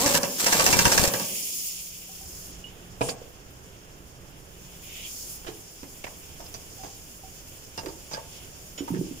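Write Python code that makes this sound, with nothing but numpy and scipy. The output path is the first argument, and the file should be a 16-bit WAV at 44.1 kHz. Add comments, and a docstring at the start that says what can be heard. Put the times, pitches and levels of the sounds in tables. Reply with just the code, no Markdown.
"""An engine bay in a humming workshop, taken on a two-port microphone: an air ratchet rattles on a bolt.
Two short bursts mix motor hiss, vane pulses and blows that ring engine parts; exhaust buffets the ports.
Then a thin air leak is heard as wavering noise bands, while tools knock and clink as scrapes through resonances.
Soft thuds, light taps and the after-rings of blows and knocks are decaying tones; rumble, a wavering hum
and a dull echo tail lie behind."""
import sys
import numpy as np
from scipy import signal
from scipy.fft import rfft, irfft, next_fast_len
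from scipy.io import wavfile

SR = 44100
rng = np.random.default_rng(int(sys.argv[2]) if len(sys.argv) > 2 else 0)


def bounce(signal):
    """Save signal as a 16-bit WAV file at the path given by the first command-line argument."""
    frames = np.transpose(np.atleast_2d(signal))
    limited = np.clip(frames, -1, 1)
    pcm = np.round(limited * 32767).astype(np.int16)
    wavfile.write(sys.argv[1], SR, pcm)


N = 405719
FFT_SIZE = next_fast_len(N)
HZ = np.maximum(np.fft.rfftfreq(FFT_SIZE, 1 / SR), 1)


def from_db(db):
    """Level in dB to amplitude."""
    return 10 ** (np.asarray(db) / 20)


def rms_one(x):
    """Scale to an rms of 1."""
    return x / np.sqrt(np.mean(x ** 2) + 1e-20)


def in_time(rows, outside=None):
    """Draw each column after the time as a line over the whole scene."""
    s, *columns = np.transpose(rows)
    return [np.interp(np.arange(N) / SR, s, c, left=outside, right=outside) for c in columns]


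def at_hz(points):
    """Draw (frequency, value) points as a line over log frequency."""
    hz, value = np.array(points).T
    return np.interp(np.log(HZ), np.log(hz), value)


def drift(rate_hz):
    """Slow chance: noise at every 8th sample through a double one-pole low-pass; spread 1."""
    r = np.exp(-16 * np.pi * rate_hz / SR)
    settling = 5000   # samples dropped while the filter settles
    noise = rng.standard_normal(N // 8 + settling + 2)
    slow = signal.lfilter([1], [1, -2 * r, r * r], noise)[settling:]
    return np.interp(np.arange(N) / 8, np.arange(len(slow)), rms_one(slow))


def band(x, low_hz, high_hz):
    """Band-pass with gentle edges."""
    return signal.sosfilt(signal.butter(2, [low_hz, high_hz], "band", fs=SR, output="sos"), x)


def resonate(x, hz, width_hz):
    """One resonance, gain about 1 on top."""
    r = np.exp(-np.pi * width_hz / SR)
    feedback = [1, -2 * r * np.cos(2 * np.pi * hz / SR), r * r]
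    return signal.lfilter([(1 - r * r) / 2, 0, (r * r - 1) / 2], feedback, x)


# likeness of the two microphone ports: (frequency [Hz], share of the left noise in the right [0..1])
PORT_LIKENESS = [(60, 0.9), (300, 0.9), (900, 0.7), (2500, 0.08), (15000, 0.083)]


def stereo_noise(spectrum, lag_s, pan_db, least_alike=0):
    """Coloured noise on two spaced ports: the right hears it later and only partly alike; rms 1 before panning."""
    left, other = rfft(rng.standard_normal((2, FFT_SIZE)))
    alike = np.clip(np.maximum(at_hz(PORT_LIKENESS), least_alike), 0, 1)
    delayed = left * np.exp(-2j * np.pi * HZ * lag_s)
    right = alike * delayed + np.sqrt(1 - alike ** 2) * other
    pair = irfft(np.array([left, right]) * from_db(at_hz(spectrum)), FFT_SIZE)[:, :N]
    return rms_one(pair) * from_db([[pan_db / 2], [-pan_db / 2]])


def burst(s, t60, rise_s):
    """First sample of a short sound and its envelope: a rise, then a steepening fall of 60 dB at t60."""
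    at = round(s * SR)
    t = np.arange(min(round(.3 * SR), N - at)) / SR
    return at, (1 - np.exp(-t / rise_s)) * from_db(-60 * (t / t60) ** 1.483)


def notes(events, cycles, pan_db, least_s=0):
    """Each row rings one mode that loses 60 dB over the given cycles, or over least_s if longer."""
    out = np.zeros(N)
    for s, level_db, hz in events:
        at, shape = burst(s, max(cycles / hz, least_s), max(.0013, 0.39 / hz))
        ring = np.sin(2 * np.pi * hz * np.arange(len(shape)) / SR)
        out[at:at + len(shape)] -= from_db(level_db) * shape * ring
    return out * from_db([[pan_db / 2], [-pan_db / 2]])


def held(start, end, rise_db_per_s, fall_db_per_s):
    """Level in dB: 0 from start to end, on straight slopes before and after."""
    t = np.arange(N) / SR
    return np.minimum(0, np.minimum(rise_db_per_s * (t - start), fall_db_per_s * (end - t)))


# trigger pulls: (full speed from [s], let go at [s], base level of air and gears [dB])
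TRIGGER_PULLS = [(-.1, 0.177, -22.5), (0.404, 1.083, -23.5)]
RISE_DB_PER_S, STOP_DB_PER_S = 480, 750   # the valve opens and shuts


def pulled(fall_db_per_s, lag_s=0):
    """Level in dB of a layer that comes with each trigger pull and dies at its own pace."""
    pulls = [db + held(start + lag_s, end, RISE_DB_PER_S, fall_db_per_s) for start, end, db in TRIGGER_PULLS]
    return np.max(pulls, axis=0)


COAST_DB, COAST_DB_PER_S = -21, 18   # the vanes run down after the valve shuts


def motor_level():
    """Level in dB of the air motor: valve noise, and under it the slower coasting of the vanes."""
    return np.maximum(pulled(STOP_DB_PER_S), COAST_DB + pulled(COAST_DB_PER_S))


# colour of the motor hiss: (frequency [Hz], relative spectrum level [dB])
MOTOR_SPECTRUM = [(59, -31), (100, -28), (524, -10.5), (1250, -7), (1680, -8.5), (3620, -7), (7290, -2),
                  (10700, -11), (15000, -8)]
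RATTLE_DB, RATTLE_DB_PER_S = -16, 46   # low rattle relative to the pull's level, and how it dies
RATTLE_LAG_S = 0.031   # the gears take up load after the air is heard


def motor(level_db):
    """Vane motor air hisses; the gears add a low rattle that comes later and dies more slowly."""
    hiss = from_db(level_db + 2.5 * drift(150)) * stereo_noise(MOTOR_SPECTRUM, 0.000241, -1.0, least_alike=0.29)
    rattle_db = RATTLE_DB + pulled(RATTLE_DB_PER_S, RATTLE_LAG_S)
    rattle_spectrum = [(80, -11.5), (200, 1.0), (600, -5.0), (1300, -35), (2500, -26.5)]
    rattle = from_db(rattle_db + 2.7 * drift(82)) * stereo_noise(rattle_spectrum, .0001, 1.0)
    return hiss + rattle


# ratchet blows, and two faint clicks of exhaust slaps (.879, 1.075):
# (time [s], base crack level [dB], base body drive [dB], rise constant [s])
BLOWS_AND_CLICKS = [(0.0587, -15, -22, 0.0032), (0.143, -16.5, -14.5, 0.0045), (.2315, -24, -20, 0.00054),
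                    (0.462, -15, -14.5, 0.0027), (0.5255, -16.5, -17, 0.0013), (.594, -14.5, -14, 0.0017),
                    (0.6638, -13.5, -24, 0.00044), (0.727, -15, -16, 0.0004), (0.7894, -16.5, -17.5, .0004),
                    (0.853, -15, -16.5, .0004), (.879, -27, -38, 0.00037), (0.917, -14, -22.5, 0.0022),
                    (0.977, -14, -16.5, 0.00039), (1.0362, -18.5, -17.5, 0.0011), (1.075, -26, -43, .0004),
                    (1.1364, -25, -19, 0.0006), (1.195, -28, -23, 0.0026)]
# colour of the cracks: (frequency [Hz], relative spectrum level [dB])
CRACK_SPECTRUM = [(100, -8), (524, -2), (891, 4), (970, -8), (1310, -4), (1720, 2.5), (3620, -12.5),
                  (5300, 3), (15000, -16)]
# engine parts rung by the ratchet: (frequency [Hz], width [Hz], relative level [dB])
ENGINE_PARTS = [(204, 66, -8.5), (531, 56, -1), (957, 37, -2.5), (1126, 52, -7.5), (1636, 200, -6),
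                (2344, 20, -1), (2673, 67, -2.5)]
REBOUND_S, REBOUND_DB = 0.0145, -8.5   # one weaker repeat follows each row, as a pawl bounces; mean delay
HARD_BLOW_DB, DULLING = -18.5, 0.34   # softer rows lose this many dB per octave for each dB
BLOW_T60_S, SNAP_RISE_S = 0.049, 0.00055   # rows that rise more slowly than this snap less
RIGHT_LAG = np.array([0, 11])   # the right port hears the snaps later [samples]


def blows_and_clicks(motor_db):
    """Each blow or click is a snap and a burst of chatter, with one repeat, that rings the engine parts."""
    crack = np.zeros(N)
    # the running motor also shakes the parts faintly
    drives = np.outer(np.ones(len(ENGINE_PARTS)), .15 * from_db(motor_db))
    octaves = np.log2(np.array(ENGINE_PARTS)[:, 0] / ENGINE_PARTS[1][0])
    chatter = from_db(0.98 * drift(310)) * stereo_noise([(20, 0), (20000, 0)], 0.00018, -2.5)
    snaps = np.zeros((2, N))
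    for s, crack_db, body_db, rise_s in BLOWS_AND_CLICKS:
        at, shape = burst(s, BLOW_T60_S, rise_s)
        span = slice(at, at + len(shape))
        bounce_s = REBOUND_S * rng.uniform(.8, 1.2)
        shape = shape + from_db(REBOUND_DB) * np.roll(shape, round(bounce_s * SR))
        sharp_front = .8 + 1.2 * burst(s, 0.011, 0.0003)[1]
        crack[span] += from_db(crack_db) * shape * sharp_front
        # no two rows excite the parts alike
        part_db = rng.normal(0, 2.5, len(ENGINE_PARTS)) + DULLING * min(0, crack_db - HARD_BLOW_DB) * octaves
        drives[:, span] += np.outer(from_db(body_db + part_db), shape)
        # the snap comes just after the start
        snaps[[0, 1], round((s + .0012) * SR) + RIGHT_LAG] -= from_db(crack_db + 3.0) * min(1, SNAP_RISE_S / rise_s)
        chatter[[0, 1], round((s + .003) * SR) + RIGHT_LAG] += 14.0
    running = round(1.6 * SR)   # the parts ring only in this opening stretch
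    rung = np.zeros((2, N))
    for (hz, width_hz, db), drive in zip(ENGINE_PARTS, drives):
        ring = resonate((drive * chatter)[:, :running], hz, width_hz)
        rung[:, :running] += from_db(db + 14 + 3.15 * drift(28)[:running]) * ring
    cracks = crack * from_db(2.9 * drift(270)) * stereo_noise(CRACK_SPECTRUM, 0.00029, -2.2, least_alike=0.38)
    return cracks + rung + band(snaps, 1300, 8000)


def ratchet():
    """Air motor and gears follow the trigger pulls; blows and clicks ring the engine parts."""
    level_db = motor_level()
    return motor(level_db) + blows_and_clicks(level_db)


# the vane motor growls early on: (time [s], vane rate [Hz], base level [dB])
VANE_GROWL = [(0, 221.2, -33.5), (.058, 296, -30), (.074, 264, -34), (.082, 250, -53)]


def spin_up():
    """Vane pulses: four uneven harmonics in step, a sharp pull each, that follow the vane rate."""
    hz, level_db = in_time(VANE_GROWL)
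    turns = 2 * np.pi * np.cumsum(hz) / SR
    sounding = np.arange(N) < VANE_GROWL[-1][0] * SR
    pulses = sum(from_db(1.2 * drift(40)) * np.cos(k * turns) / k ** 0.1 for k in range(1, 5))
    return -from_db(level_db) * sounding * pulses


# exhaust stream on the microphone, mean of both ports: (time [s], level [dB])
EXHAUST_STREAM = [(0, -46), (.17, -43), (.2, -67), (.37, -64), (.6, -33), (.8, -29), (1.05, -33),
                  (1.11, -66)]
# single slaps of exhaust air on the left port: (time [s], level before its decay [dB])
EXHAUST_SLAPS = [(.06, -13.5), (0.73, -13), (.817, -18), (0.858, -7), (.997, -6), (1.022, -10),
                 (1.077, -10)]
SLAP_S, SLAP_RIGHT_DB = 0.0044, -37   # half a swing; right port relative to the left


def buffeting():
    """Exhaust air hits the ports: lumpy low noise, and single slaps that push the membrane in and out."""
    lumps = np.array([from_db(4.8 * drift(34)) * band(rng.standard_normal(N), 25, 345) for port in range(2)])
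    out = rms_one(lumps) * from_db(in_time(EXHAUST_STREAM, -120)[0] + [[4.5], [-4.5]])
    t = np.arange(round(5 * SLAP_S * SR)) / SR / SLAP_S   # in half swings
    slap = -np.sin(np.pi * t) * np.exp(-1.5 * t)
    for s, level_db in EXHAUST_SLAPS:
        at = round(s * SR)
        out[:, at:at + len(t)] += from_db(level_db + np.array([[0], [SLAP_RIGHT_DB]])) * slap
    return out


# air flow through the leak: (time [s], base level of the main band [dB])
LEAK_FLOW = [(.17, -50), (.22, -38), (1.68, -36), (1.78, -41), (1.92, -45), (2.45, -46), (2.66, -56),
             (4.4, -57), (4.8, -51.5), (4.87, -47), (5.0, -47.5), (5.1, -43), (5.33, -42), (5.42, -50.5),
             (9.2, -50.5)]
# the jet's low whistling band: (time [s], base level [dB])
LEAK_WHISTLE = [(.17, -45.5), (1.25, -42), (1.5, -47), (2.38, -58.5), (2.52, -55.5), (3.0, -60),
                (4.4, -60.5), (4.84, -53), (4.93, -43), (5.06, -42.5), (5.13, -56)]
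# colour of the jet under its resonances: (frequency [Hz], relative spectrum level [dB])
LEAK_SPECTRUM = [(1060, -36), (1800, -8), (3950, -7), (4970, -2), (6650, 0.5), (8060, -3.5), (10900, -5.5),
                 (14900, -5)]
# nozzle resonances: (frequency [Hz], width [Hz], mean added level [dB])
NOZZLE_RESONANCES = [(2930, 1540, 5), (5270, 500, -3.5), (6950, 850, -4), (9920, 1150, -0.5),
                     (15370, 2900, 1.5)]
TOP_DB, TOP_FOLLOWS = -49.5, 1.16   # thin top at a flow of -49.5 dB; it swings more than the flow
PUFF_FROM_S, PUFF_TO_S, PUFF_EDGE_DB_PER_S = 3.026, 3.11, 413   # a jolt lets one puff out; how it fades
PUFF_DB, PUFF_WHISTLE_DB, PUFF_TOP_DB, PUFF_THIN_DB = -41, -46, -40, -46   # the puff in each band


def leak():
    """A thin jet: nozzle resonances waver, the top follows the flow, a lower whistling band swells on its own."""
    puff_db = held(PUFF_FROM_S, PUFF_TO_S, 700, PUFF_EDGE_DB_PER_S)
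    flow_db, = in_time(LEAK_FLOW)
    main_db = np.maximum(flow_db, PUFF_DB + puff_db)
    top_db = np.maximum(TOP_DB + TOP_FOLLOWS * (flow_db + 49.5), PUFF_THIN_DB + puff_db)
    whistle_db = np.maximum(in_time(LEAK_WHISTLE)[0], PUFF_WHISTLE_DB + puff_db)
    air = stereo_noise(LEAK_SPECTRUM, 0.00043, -0.98)
    jet = air + sum(from_db(db + 1.8 * drift(2.56)) * resonate(air, hz, width_hz)
                    for hz, width_hz, db in NOZZLE_RESONANCES)
    parts = ((whistle_db, 2000, 3700), (main_db, 4200, 7900), (top_db, 8000, 17000),
             (PUFF_TOP_DB + puff_db, 7900, 11200))
    out = np.zeros((2, N))
    for db, low_hz, high_hz in parts:
        layer = band(band(jet, low_hz, high_hz), low_hz, high_hz)
        out += from_db(db + 1.32 * drift(15)) * rms_one(layer)
    return out


# tools on metal: (time [s], scrape level [dB], ring of the struck part [Hz], ring level [dB],
# pitch where the tool rings most [Hz], tool level [dB], t60 of the contact [s]); levels are base values
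TOOL_KNOCKS = [(3.0089, -37, 500, -16, 2460, -35, 0.036), (3.013, -39, 967, -21, 2550, -18.5, 0.059),
               (3.087, -34, 488, -27, 2710, -27, 0.042), (3.0925, -49, 905, -49, 4700, -14, 0.046),
               (5.447, -45, 503, -43, 1700, -43, 0.04), (5.466, -34.5, 476, -64, 3100, -28.5, 0.11),
               (5.831, -42.5, 490, -45, 2600, -46.5, 0.055), (6.041, -36.5, 785, -49, 2340, -23.5, 0.04),
               (6.066, -59, 990, -37, 1810, -27, 0.055), (6.397, -47, 710, -41, 5500, -35, 0.084),
               (6.461, -58, 900, -57, 5300, -30, 0.058), (6.541, -42, 800, -49, 5840, -18.5, 0.065),
               (6.83, -41.5, 787, -36, 6300, -26, 0.12), (7.777, -36, 896, -33.5, 5160, -18, 0.083),
               (7.833, -53, 496, -34.5, 1700, -47, 0.052), (7.86, -35, 487, -57, 4970, -31, 0.048),
               (7.884, -46, 920, -38, 4750, -29, 0.066), (8.112, -40, 854, -38, 5850, -22.5, 0.11),
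               (8.134, -50, 515, -36, 4960, -16.5, 0.054), (8.142, -43, 1630, -35, 5360, -28, 0.069),
               (8.17, -55, 899, -28.5, 1600, -39, 0.079), (8.778, -39, 3000, -37, 3200, -24.5, 0.092),
               (8.878, -46, 933, -30, 2100, -41, 0.068), (8.941, -51, 483, -49, 1660, -30, 0.089)]
# hand tool modes: (frequency [Hz], width [Hz], mean relative level [dB])
TOOL_MODES = [(1645, 40, -12), (2630, 140, -17), (3700, 300, -17.5), (4900, 110, -4), (5160, 99, -6),
              (6100, 90, -4)]
KNOCK_RISE_S = 0.0034   # rise of a contact with a t60 of .1 s, far slower in longer ones
TICK_RISE_S = 0.0021   # contacts that rise more slowly than this tick less
TOOL_DB_PER_OCTAVE = 3.5   # modes further from the struck spot's pitch ring less


def knocks():
    """Each contact is a short scrape of noise: it rings the struck part and the tool's own modes."""
    out = np.zeros((2, N))
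    scrape_spectrum = [(150, 4.5), (700, 1.5), (8000, -15.5), (16000, -41)]
    grit = from_db(2.14 * drift(490)) * stereo_noise(scrape_spectrum, 0.00036, -6.0, least_alike=0.2)
    for s, scrape_db, part_hz, part_db, spot_hz, tool_db, t60 in TOOL_KNOCKS:
        rise_s = KNOCK_RISE_S * (10 * t60) ** 2.3
        at, shape = burst(s, t60, rise_s)
        span = slice(at, at + len(shape))
        scrape = shape * grit[:, span]
        scrape[[0, 1], [4, 20]] += 7.8 * min(1, TICK_RISE_S / rise_s)   # the first touch is a hard tick
        # the right port hears the part's tone later
        radians_per_hz = (np.arange(len(shape)) / SR - [[0], [.0004]]) * 2 * np.pi
        part = 0.84 * shape * np.sin(part_hz * radians_per_hz) + resonate(scrape, part_hz, 310)
        tool = 0.84 * resonate(scrape, spot_hz, 370)
        # each contact excites the modes differently
        for (hz, width_hz, db), own_db in zip(TOOL_MODES, rng.normal(0, 1.6, len(TOOL_MODES))):
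            mode_db = db + own_db - TOOL_DB_PER_OCTAVE * abs(np.log2(hz / spot_hz))
            tool = tool + from_db(mode_db) * resonate(scrape, hz, width_hz)
        out[:, span] += from_db(scrape_db) * scrape + from_db(part_db) * part + from_db(tool_db) * tool
    return out


# soft thuds, and low rings after a blow or knock: (time [s], level before envelope and pan [dB], ring [Hz])
DULL_RINGS = [(.234, -19, 520), (3.009, -20, 274), (3.012, -28, 127), (3.027, -29, 820), (3.038, -29, 560),
              (3.116, -29.5, 695), (3.216, -30, 487), (5.487, -25, 375), (5.496, -32, 373),
              (5.829, -35, 265), (6.846, -36, 355), (7.85, -31, 414), (7.869, -24, 339), (7.888, -34, 397),
              (8.177, -28, 524), (8.806, -20.5, 300), (8.821, -25, 343), (8.904, -19.5, 260),
              (8.918, -21, 166), (8.939, -19, 322), (8.958, -23.5, 182), (8.969, -23.5, 370),
              (8.989, -20.5, 166), (9.012, -17.5, 325), (9.067, -28.5, 336), (9.111, -28.5, 270)]


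def dull_rings():
    """Dull short rings, a little to the right: soft thuds, and low rings after a blow or knock."""
    return notes(DULL_RINGS, cycles=8.6, pan_db=-7.5)


# light taps, and long clear rings of struck tools, one mode per row:
# (time [s], level before envelope, roughness and pan [dB], ring [Hz])
CLEAR_RINGS = [(2.09, -52, 766), (2.208, -50, 770), (2.64, -38, 2890), (2.663, -46, 2950),
               (6.412, -49.5, 920), (6.79, -44, 764), (7.235, -44, 760), (7.779, -40, 2770),
               (8.779, -36, 6940), (8.78, -40, 5560)]


def clear_rings():
    """Light taps, and long clear rings of struck tools, one mode per row; grit roughens the ring."""
    return from_db(2.0 * drift(120)) * notes(CLEAR_RINGS, cycles=104, pan_db=-8.5, least_s=0.083)


# workshop rumble colour: (frequency [Hz], relative spectrum level [dB])
RUMBLE_SPECTRUM = [(20, -2), (53, 1), (180, -5), (205, -10), (408, -9), (926, -17.5), (1160, -19),
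                   (1650, -18.5), (4000, -36), (8800, -120)]
# workshop rumble: (time [s], base level [dB])
RUMBLE_LEVEL = [(0, -59), (1.4, -59), (1.9, -53), (2.3, -47), (4.5, -49), (9.2, -48.5)]
# hum of a distant machine: (time [s], base level [dB])
HUM_LEVEL = [(0, -81), (1.5, -57), (2.9, -51), (3.5, -70), (4.7, -52.5), (5.5, -92), (9.2, -61)]
HUM_HZ = 178   # mean pitch


def workshop():
    """Uneven low rumble and one hum of a distant machine, wavering in pitch and level."""
    hum_phase = 2 * np.pi * np.cumsum(HUM_HZ + 1.765 * drift(3.9)) / SR
    hum = from_db(in_time(HUM_LEVEL)[0] + 2.0 * drift(0.58)) * np.sin(hum_phase)
    rumble_db = in_time(RUMBLE_LEVEL)[0] + 0.63 * drift(2.1)
    return from_db(rumble_db) * stereo_noise(RUMBLE_SPECTRUM, 0.00028, -4.5) + hum


ROOM_T60_S, ROOM_DB, ROOM_CUT_HZ = 0.48, -14, 1220


def room(x):
    """A dull tail of dense echoes, partly alike in the two channels."""
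    t = np.arange(SR) / SR
    left, right, both = rng.standard_normal((3, SR))
    echoes = band([left + 4.7 * both, right + 0.88 * both], 83, ROOM_CUT_HZ)
    tail = echoes * from_db(-60 * t / ROOM_T60_S) * (t > .01)
    tail = from_db(ROOM_DB) * tail / np.sqrt(np.sum(tail ** 2, axis=1, keepdims=True))
    return signal.fftconvolve(x.mean(axis=0, keepdims=True), tail, axes=1)[:, :N]


def scene():
    """The ratchet, knocks and dull rings with their echoes, clear rings, air on the microphone, the workshop."""
    tool = ratchet() + spin_up()
    handling = knocks() + dull_rings()
    echoes = room(tool + 0.83 * handling)
    return tool + handling + clear_rings() + echoes + buffeting() + leak() + workshop()


CUTOFF_HZ = 16200   # stopband edge, 70 dB down


def record(dry):
    """Peaks are rounded, the top is cut."""
    rounded = .8 * np.tanh(dry / .8)
    return signal.sosfilt(signal.cheby2(16, 70, CUTOFF_HZ, fs=SR, output="sos"), rounded)


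dry = scene()
out = record(dry)
bounce(out)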